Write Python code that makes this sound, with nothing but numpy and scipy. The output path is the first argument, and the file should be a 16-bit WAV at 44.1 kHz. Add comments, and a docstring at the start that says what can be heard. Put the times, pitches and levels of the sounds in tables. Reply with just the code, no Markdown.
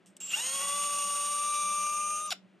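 """A cordless drill backs a threading tap out of a steel plate, close by in a small workshop.
The trigger clicks; at 0.2 s the drive whistles at its switching rate and the motor spins up, buzzing the
shell. The tap bumps and judders in the tight thread while motor whine and gear tones rise over the
grinding gearbox. From 1.5 s the grinding thins as the thread lets go. At 2.3 s the brake bites and the
gears clatter to a halt, leaving room noise and a hum."""
import sys
import numpy as np
from scipy import signal
from scipy.fft import rfft, irfft
from scipy.io import wavfile

SR = 44100
rng = np.random.default_rng(int(sys.argv[2]) if len(sys.argv) > 2 else 0)


def unload_audio(sound):
    """Save the sound as a 16-bit wav file, at the path given as the first command line argument."""
    columns = np.transpose(np.atleast_2d(sound))
    # keep every value between -1 and 1, then stretch to whole-number steps
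    steps = np.round(np.clip(columns, -1, 1) * 32767)
    wavfile.write(sys.argv[1], SR, steps.astype(np.int16))


N = 114660
T = np.arange(N) / SR
BINS_HZ = np.maximum(np.arange(N // 2 + 1) * SR / N, 1)
SWITCH_ON_S, BRAKE_S, HALT_S = 0.202, 2.305, 2.325
SHELL_HZ, SHELL_WIDTH_HZ = 2820, 130


def from_db(db):
    """Decibels to gain."""
    return 10 ** (np.asarray(db) / 20)


def unit_rms(x):
    """Scale to unit power."""
    return x / np.sqrt(np.mean(x ** 2) + 1e-20)


def curve(rows):
    """Straight lines through (t/s, value) rows."""
    return np.interp(T, *np.transpose(rows))


def bin_gains(rows):
    """Gain per FFT bin from (f/Hz, level/dB) rows."""
    hz, db = np.transpose(rows)
    return from_db(np.interp(np.log(BINS_HZ), np.log(hz), db))


def drift(rate_hz):
    """Slow random wander, unit rms."""
    return unit_rms(irfft(rfft(rng.standard_normal(N)) / (1 + (BINS_HZ / rate_hz) ** 2), N))


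def gate(start_s, end_s, attack_s, t60_s):
    """Rise, hold, decay."""
    return np.clip((T - start_s) / attack_s, 0, 1) * from_db(-60 * np.maximum(T - end_s, 0) / t60_s)


def swell(peak_s, width_s):
    """Bell curve, peak 1."""
    return np.exp(-((T - peak_s) / width_s) ** 2)


def tone(phase, rms_db):
    """Sine with a random start phase."""
    return np.sqrt(2) * from_db(rms_db) * np.sin(phase + rng.uniform(0, 2 * np.pi))


def shell_mode(x, hz, width_hz):
    """One resonance of the drill's shell, peak gain 1."""
    r = np.exp(-np.pi * width_hz / SR)
    feedback = [1, -2 * r * np.cos(2 * np.pi * hz / SR), r * r]
    return signal.lfilter(np.array([1, 0, -1]) * (1 - r * r) / 2, feedback, x + 1e-18)


# Stereo width: f/Hz, side re mid/dB
NOISE_WIDTH = [(60, -20), (300, -8), (1000, -12), (2800, -17), (5000, -28), (8000, -24), (11500, -13)]

def noise(spectrum, pulses=1):
    """Stereo noise, pulsed, then coloured; unit rms."""
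    mid, side = rfft(rng.standard_normal((2, N)) * pulses) * bin_gains(spectrum)
    side = side * bin_gains(NOISE_WIDTH)
    return unit_rms(irfft(np.array([mid + side, mid - side]), N))


# Motor speed as the pitch of the lowest gear tone: t/s, f/Hz
SPEED_RISING = [(.2, 85.3), (.215, 115.1), (.29, 151.9), (.312, 195.3), (.333, 325.5), (.35, 361.3),
                (.365, 412.3), (.39, 454.6), (.42, 492), (.45, 516), (.5, 534.5)]
SPEED_RUNNING = [(.55, 551.5), (.612, 551), (.63, 572), (.647, 561.5), (.76, 574.7), (.85, 578.1),
                 (1.148, 575.5), (1.32, 583.6), (1.5, 590.8), (1.7, 590.2), (2.07, 600.7), (2.25, 613.2)]
SPEED_BRAKING = [(2.283, 609), (2.305, 572), (2.313, 415), (2.324, 373), (2.335, 296), (2.349, 100.2)]

def shaft_angle(judder_hz=27.01, judder_end_s=1.58):
    """Rotation in rad; the speed jitters, and the tap judders while the thread is tight."""
    tightness = np.clip(1 - T / judder_end_s, 0, 1)
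    judder = .006 * tightness * np.sin(2 * np.pi * judder_hz * T + drift(8))
    jitter = 0.0013 * drift(24.5)
    speed_hz = curve(SPEED_RISING + SPEED_RUNNING + SPEED_BRAKING) * (1 + judder + jitter)
    return 2 * np.pi * np.cumsum(speed_hz) / SR


# Commutation whine: t/s, level/dB
WHINE_LEVEL = [(.32, -100), (.37, -45), (.42, -56), (.51, -54.5), (.55, -44), (.67, -39), (.76, -36),
               (1.22, -37), (1.5, -33), (1.85, -33), (2.12, -34), (2.22, -38.5), (2.295, -39), (2.305, -56)]
# Brief dropouts in the motor whine: t/s, gain/dB
WHINE_DIPS = [(.666, -15), (2.085, -5)]
# Whistles at switching rate plus and minus the whine: t/s, level/dB
UPPER_LEVEL = [(.2, -55), (.32, -49), (.345, -43), (.4, -41), (.44, -36.5), (1.1, -35), (1.65, -36.5),
               (1.9, -39.5), (2.15, -38.5), (2.2, -44), (2.265, -38.5), (2.29, -67)]
LOWER_LEVEL = [(.2, -46), (.218, -42.5), (.225, -47), (.232, -40), (.27, -39), (.28, -53), (.288, -40),
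               (.33, -42), (.39, -48.5), (.47, -39), (.64, -48.5), (.8, -42), (1.35, -47), (1.75, -43),
               (2.19, -44), (2.26, -58.5)]

def motor(angle, switching_hz=7691, fully_on_s=0.316):
    """Commutation whine at twice the speed, and its sidebands around the drive's switching rate."""
    carrier = 2 * np.pi * switching_hz * T
    dips_db = sum(db * swell(s, width_s=0.0044) for s, db in WHINE_DIPS)
    whine = tone(2 * angle, curve(WHINE_LEVEL) + dips_db + 0.48 * drift(61.5))
    upper = tone(carrier + 2 * angle, curve(UPPER_LEVEL) + 0.73 * drift(32))
    lower = tone(carrier - 2 * angle + 0.21 * drift(50), curve(LOWER_LEVEL) + 1.45 * drift(60))
    overtone = tone(2 * carrier - 2 * angle, rms_db=-65) * gate(SWITCH_ON_S, fully_on_s, .002, .1)
    return (whine + upper + lower + overtone) * gate(SWITCH_ON_S, BRAKE_S, 0.0011, 0.016)


# Gear tones: multiple of the speed
MESH_ORDERS = [1, 1.5, 3.5, 4, 4.5, 5, 6, 6.5, 8, 10, 12]
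# Row per order, level/dB at each load stage: racing up, nearing speed, breaking loose,
# deep in the thread, lightly loaded, last turns, running free
MESH_LEVELS = [(-76, -57, -50, -53.5, -55, -58.5, -60.5), (-71, -80, -63.5, -67, -66, -67.5, -74),
               (-65, -60, -53, -66.5, -71, -70, -82), (-53, -53, -57, -67, -47.5, -50, -63.5),
               (-59, -71, -61, -59, -58.5, -55, -68.5), (-67, -61, -55, -52, -64.5, -62, -68),
               (-51.5, -44, -45.5, -58.5, -51, -65.5, -55), (-60, -65, -64, -58.5, -53.5, -77, -68),
               (-43.5, -51, -60, -58.5, -58.5, -67.5, -69.5), (-72, -59, -62, -53.5, -48.5, -50, -50.5),
               (-65, -53.5, -52, -55, -56.5, -53.5, -57)]
# Load stages, the first three times fading in and holding stage one: t/s
LOAD_TIMES_S = [.305, .335, .365, .45, .63, 1.1, 1.6, 2.14, 2.25]
# Phase smear, largest in the tight thread: t/s, rms per order/rad
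MESH_BLUR = [(.35, .1), (.45, .15), (.8, .1), (1.3, .06)]

def gears(angle, fade_db=25, squeal_order=8):
    """Mesh tones follow the load, waver more at high orders and flare at the shell's resonance."""
    mesh = 0
    for order, (first_db, *later_db) in zip(MESH_ORDERS, MESH_LEVELS):
        load_db = np.interp(T, LOAD_TIMES_S, [first_db - fade_db, first_db, first_db, *later_db])
        waver_db = 3 * np.sqrt(order / 10) * drift(25)
        squeal_db = (order == squeal_order) * 14.5 * swell(.3435, width_s=0.012)
        phase = order * (angle + curve(MESH_BLUR) * drift(60))
        mesh = mesh + tone(phase, load_db + waver_db + squeal_db)
    flare = 1.43 * shell_mode(mesh, SHELL_HZ, SHELL_WIDTH_HZ)
    return (mesh + flare) * gate(SWITCH_ON_S, BRAKE_S, 0.0083, 0.029)


# Grinding of gears and tap: t/s, level before boost/dB
GRIND_ENVELOPE = [(.21, -59.5), (.29, -60), (.33, -48.5), (.42, -47.5), (.62, -46), (.72, -48.5),
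                  (1.15, -48.5), (1.4, -51.5), (1.75, -52.5), (2.05, -54), (2.19, -53.5), (2.23, -54.5),
                  (2.3, -60)]
# Grinding colour: f/Hz, relative level/dB
GRIND_SPECTRUM = [(30, -66), (65, -35.5), (110, -20), (300, -18), (450, -19.5), (620, -13), (780, -12.5),
                  (950, -12.5), (1400, -7.5), (1720, -15.5), (2000, -12.5), (2200, -13.5), (2600, -2.5),
                  (2870, -1), (3120, -9), (3400, -8), (3900, -10.5), (4500, -13), (5500, -5), (6300, -5),
                  (7000, 0.5), (7700, -7.5), (8600, -5.5), (9300, -11), (10300, -28.5), (11300, -6),
                  (12600, -20), (13300, -51)]

def grinding(angle, boost_db=9, thin_from_s=1.47, thin_db=5, thin_band_hz=(2800, 5100)):
    """Sliding teeth: noise pulses with the mesh; its middle band thins as the thread lets go."""
    level = from_db(curve(GRIND_ENVELOPE) + boost_db + 1.66 * drift(60))
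    grind = noise(GRIND_SPECTRUM, pulses=1 + 0.21 * np.cos(4 * angle))
    middle = signal.sosfilt(signal.butter(1, thin_band_hz, "band", fs=SR, output="sos"), grind)
    thinning = 1 - from_db(np.interp(T, [thin_from_s, BRAKE_S], [0, -thin_db]))
    return (grind - thinning * middle) * level * gate(SWITCH_ON_S, BRAKE_S, 0.0025, 0.056)


# Shell buzz, strongest at spin-up: t/s, level/dB
BUZZ_LEVEL = [(.2, -57), (.245, -49.5), (.265, -54), (.295, -49.5), (.31, -37), (.325, -41.5), (.36, -45),
              (.385, -49), (.41, -49.5), (.7, -64.5)]

def shell_buzz(angle, rasp_hz=3150, rasp_width_hz=420):
    """The hard-pulling motor kicks the shell at each commutation: an uneven ring in a broader rasp."""
    kicks = rng.standard_normal(N) * (1 + np.cos(2 * angle)) * from_db(1.5 * drift(50))
    ring = shell_mode(kicks, SHELL_HZ, SHELL_WIDTH_HZ)
    rasp = shell_mode(shell_mode(kicks, rasp_hz, rasp_width_hz), rasp_hz, rasp_width_hz)
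    envelope = from_db(curve(BUZZ_LEVEL)) * gate(SWITCH_ON_S, BRAKE_S, 0.0058, .05)
    return unit_rms(ring + 0.34 * rasp) * envelope


# Growl at 2, 4 and 6 times the speed: level/dB
GROWL_LEVELS = [-36.5, -37.5, -43]
# Tooth impacts: t/s, level/dB
TOOTH_KNOCKS = [(2.3055, -26.5), (2.3095, -34), (2.3148, -30.5), (2.3178, -29.5), (2.321, -30),
                (2.3242, -28)]
# Impact colour: f/Hz, relative level/dB
KNOCK_SPECTRUM = [(150, -41), (500, -36), (1100, -7), (1850, -7.5), (2300, 1), (3000, 6.5), (3800, 7),
                  (4400, 0), (5400, 6), (6300, -7.5), (7200, 0.5), (8500, -7), (10000, -12), (11500, -7.5),
                  (13500, -31)]

def brake(angle, growl_s=2.312):
    """The braked motor growls downward, gear teeth knock together and the chuck rings briefly."""
    growl = sum(tone(2 * (k + 1) * angle, db) for k, db in enumerate(GROWL_LEVELS))
    knock_power = sum((from_db(db) * gate(s, s, 0.00026, t60_s=0.036)) ** 2 for s, db in TOOTH_KNOCKS)
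    ring_power = (from_db(-45) * gate(HALT_S, HALT_S, .002, t60_s=.11)) ** 2
    clatter = noise(KNOCK_SPECTRUM) * np.sqrt(knock_power + ring_power)
    return growl * gate(growl_s, HALT_S, 0.015, 0.035) + clatter


# Trigger and switch clicks; dull bumps of the tap in the plate: t/s, level/dB, t60/s
TRIGGER_CLICKS = [(0.06, -53, 0.017), (.065, -57.5, 0.16), (0.1664, -43, 0.028), (0.204, -45, 0.036)]
TAP_BUMPS = [(.39, -55, 0.24), (.47, -58, .25), (.628, -48, 0.13)]
# Their colours: f/Hz, relative level/dB
CLICK_SPECTRUM = [(500, -36), (2000, -30), (2900, -5), (4200, -17), (5400, -9.5), (7000, -8), (8300, 1.5),
                  (9800, -17), (11400, -14), (14000, -33)]
BUMP_SPECTRUM = [(40, -42.5), (110, -8), (190, 1), (280, -19), (500, -7), (800, 1.5), (1500, -23),
                 (4000, -57)]

def contacts(hits, spectrum):
    """Small impacts: decaying noise bursts of one colour."""
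    return noise(spectrum) * sum(from_db(db) * gate(s, s, 0.00048, t60_s) for s, db, t60_s in hits)


def workshop_reverb(x, delay_s=0.0085, t60_s=0.17, cutoff_hz=5910, gain_db=-21.5):
    """Short, dull, diffuse tail of a small room."""
    tail = rng.standard_normal((2, N)) * gate(delay_s, delay_s, .002, t60_s)
    tail = signal.sosfilt(signal.butter(2, cutoff_hz, fs=SR, output="sos"), tail[:, :SR // 2])
    tail = tail / np.sqrt(np.sum(tail ** 2) / 2)
    return from_db(gain_db) * signal.fftconvolve(x, tail, axes=1)[:, :N]


# Workshop noise: f/Hz, relative level/dB
ROOM_SPECTRUM = [(25, -46), (60, -40), (115, -5.5), (150, -9), (190, 13.5), (240, -4), (380, 2), (470, -12),
                 (580, -3), (900, -13.5), (1500, -12.5), (3000, -16), (5000, -29), (9000, -34),
                 (14000, -53)]

def background(noise_db=-62.5, hum_hz=187, hum_db=-70.5):
    """Room noise and an unsteady hum."""
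    room = from_db(noise_db) * noise(ROOM_SPECTRUM)
    return room + tone(2 * np.pi * hum_hz * T + 0.5 * drift(6.1), hum_db)


# Balance: f/Hz, left re right/dB
LEFT_BALANCE = [(100, 0.5), (180, -2.5), (300, 1.5), (600, 5.5), (1170, 4.5), (2300, -0.5)]
# Phase lead of the left microphone: f/Hz, phase/rad
LEFT_LEAD = [(200, -.2), (600, .55), (860, .6), (1200, .35), (2000, 0), (2350, 0), (2900, .5), (3500, .65),
             (4100, .05), (8300, 0), (8850, -.7), (11500, -.65)]

def stereo_image(mix):
    """Level and phase offsets, split evenly between the channels."""
    half_lead = 0.5 * np.interp(BINS_HZ, *np.transpose(LEFT_LEAD))
    left = np.sqrt(bin_gains(LEFT_BALANCE)) * np.exp(1j * half_lead)
    return irfft(rfft(mix) * np.array([left, 1 / left]), N)


def scene():
    """One shaft angle drives all rotating parts; only the mechanical noises feed the reverb."""
    angle = shaft_angle()
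    mechanics = gears(angle) + grinding(angle) + shell_buzz(angle) + brake(angle)
    mechanics += contacts(TRIGGER_CLICKS, CLICK_SPECTRUM) + contacts(TAP_BUMPS, BUMP_SPECTRUM)
    return stereo_image(motor(angle) + mechanics + workshop_reverb(mechanics) + background())


def record(dry):
    """Steep low-pass, 70 dB down from 16450 Hz."""
    return signal.sosfilt(signal.cheby2(12, 70, 16450, fs=SR, output="sos"), dry)


dry = scene()
out = record(dry)
unload_audio(out)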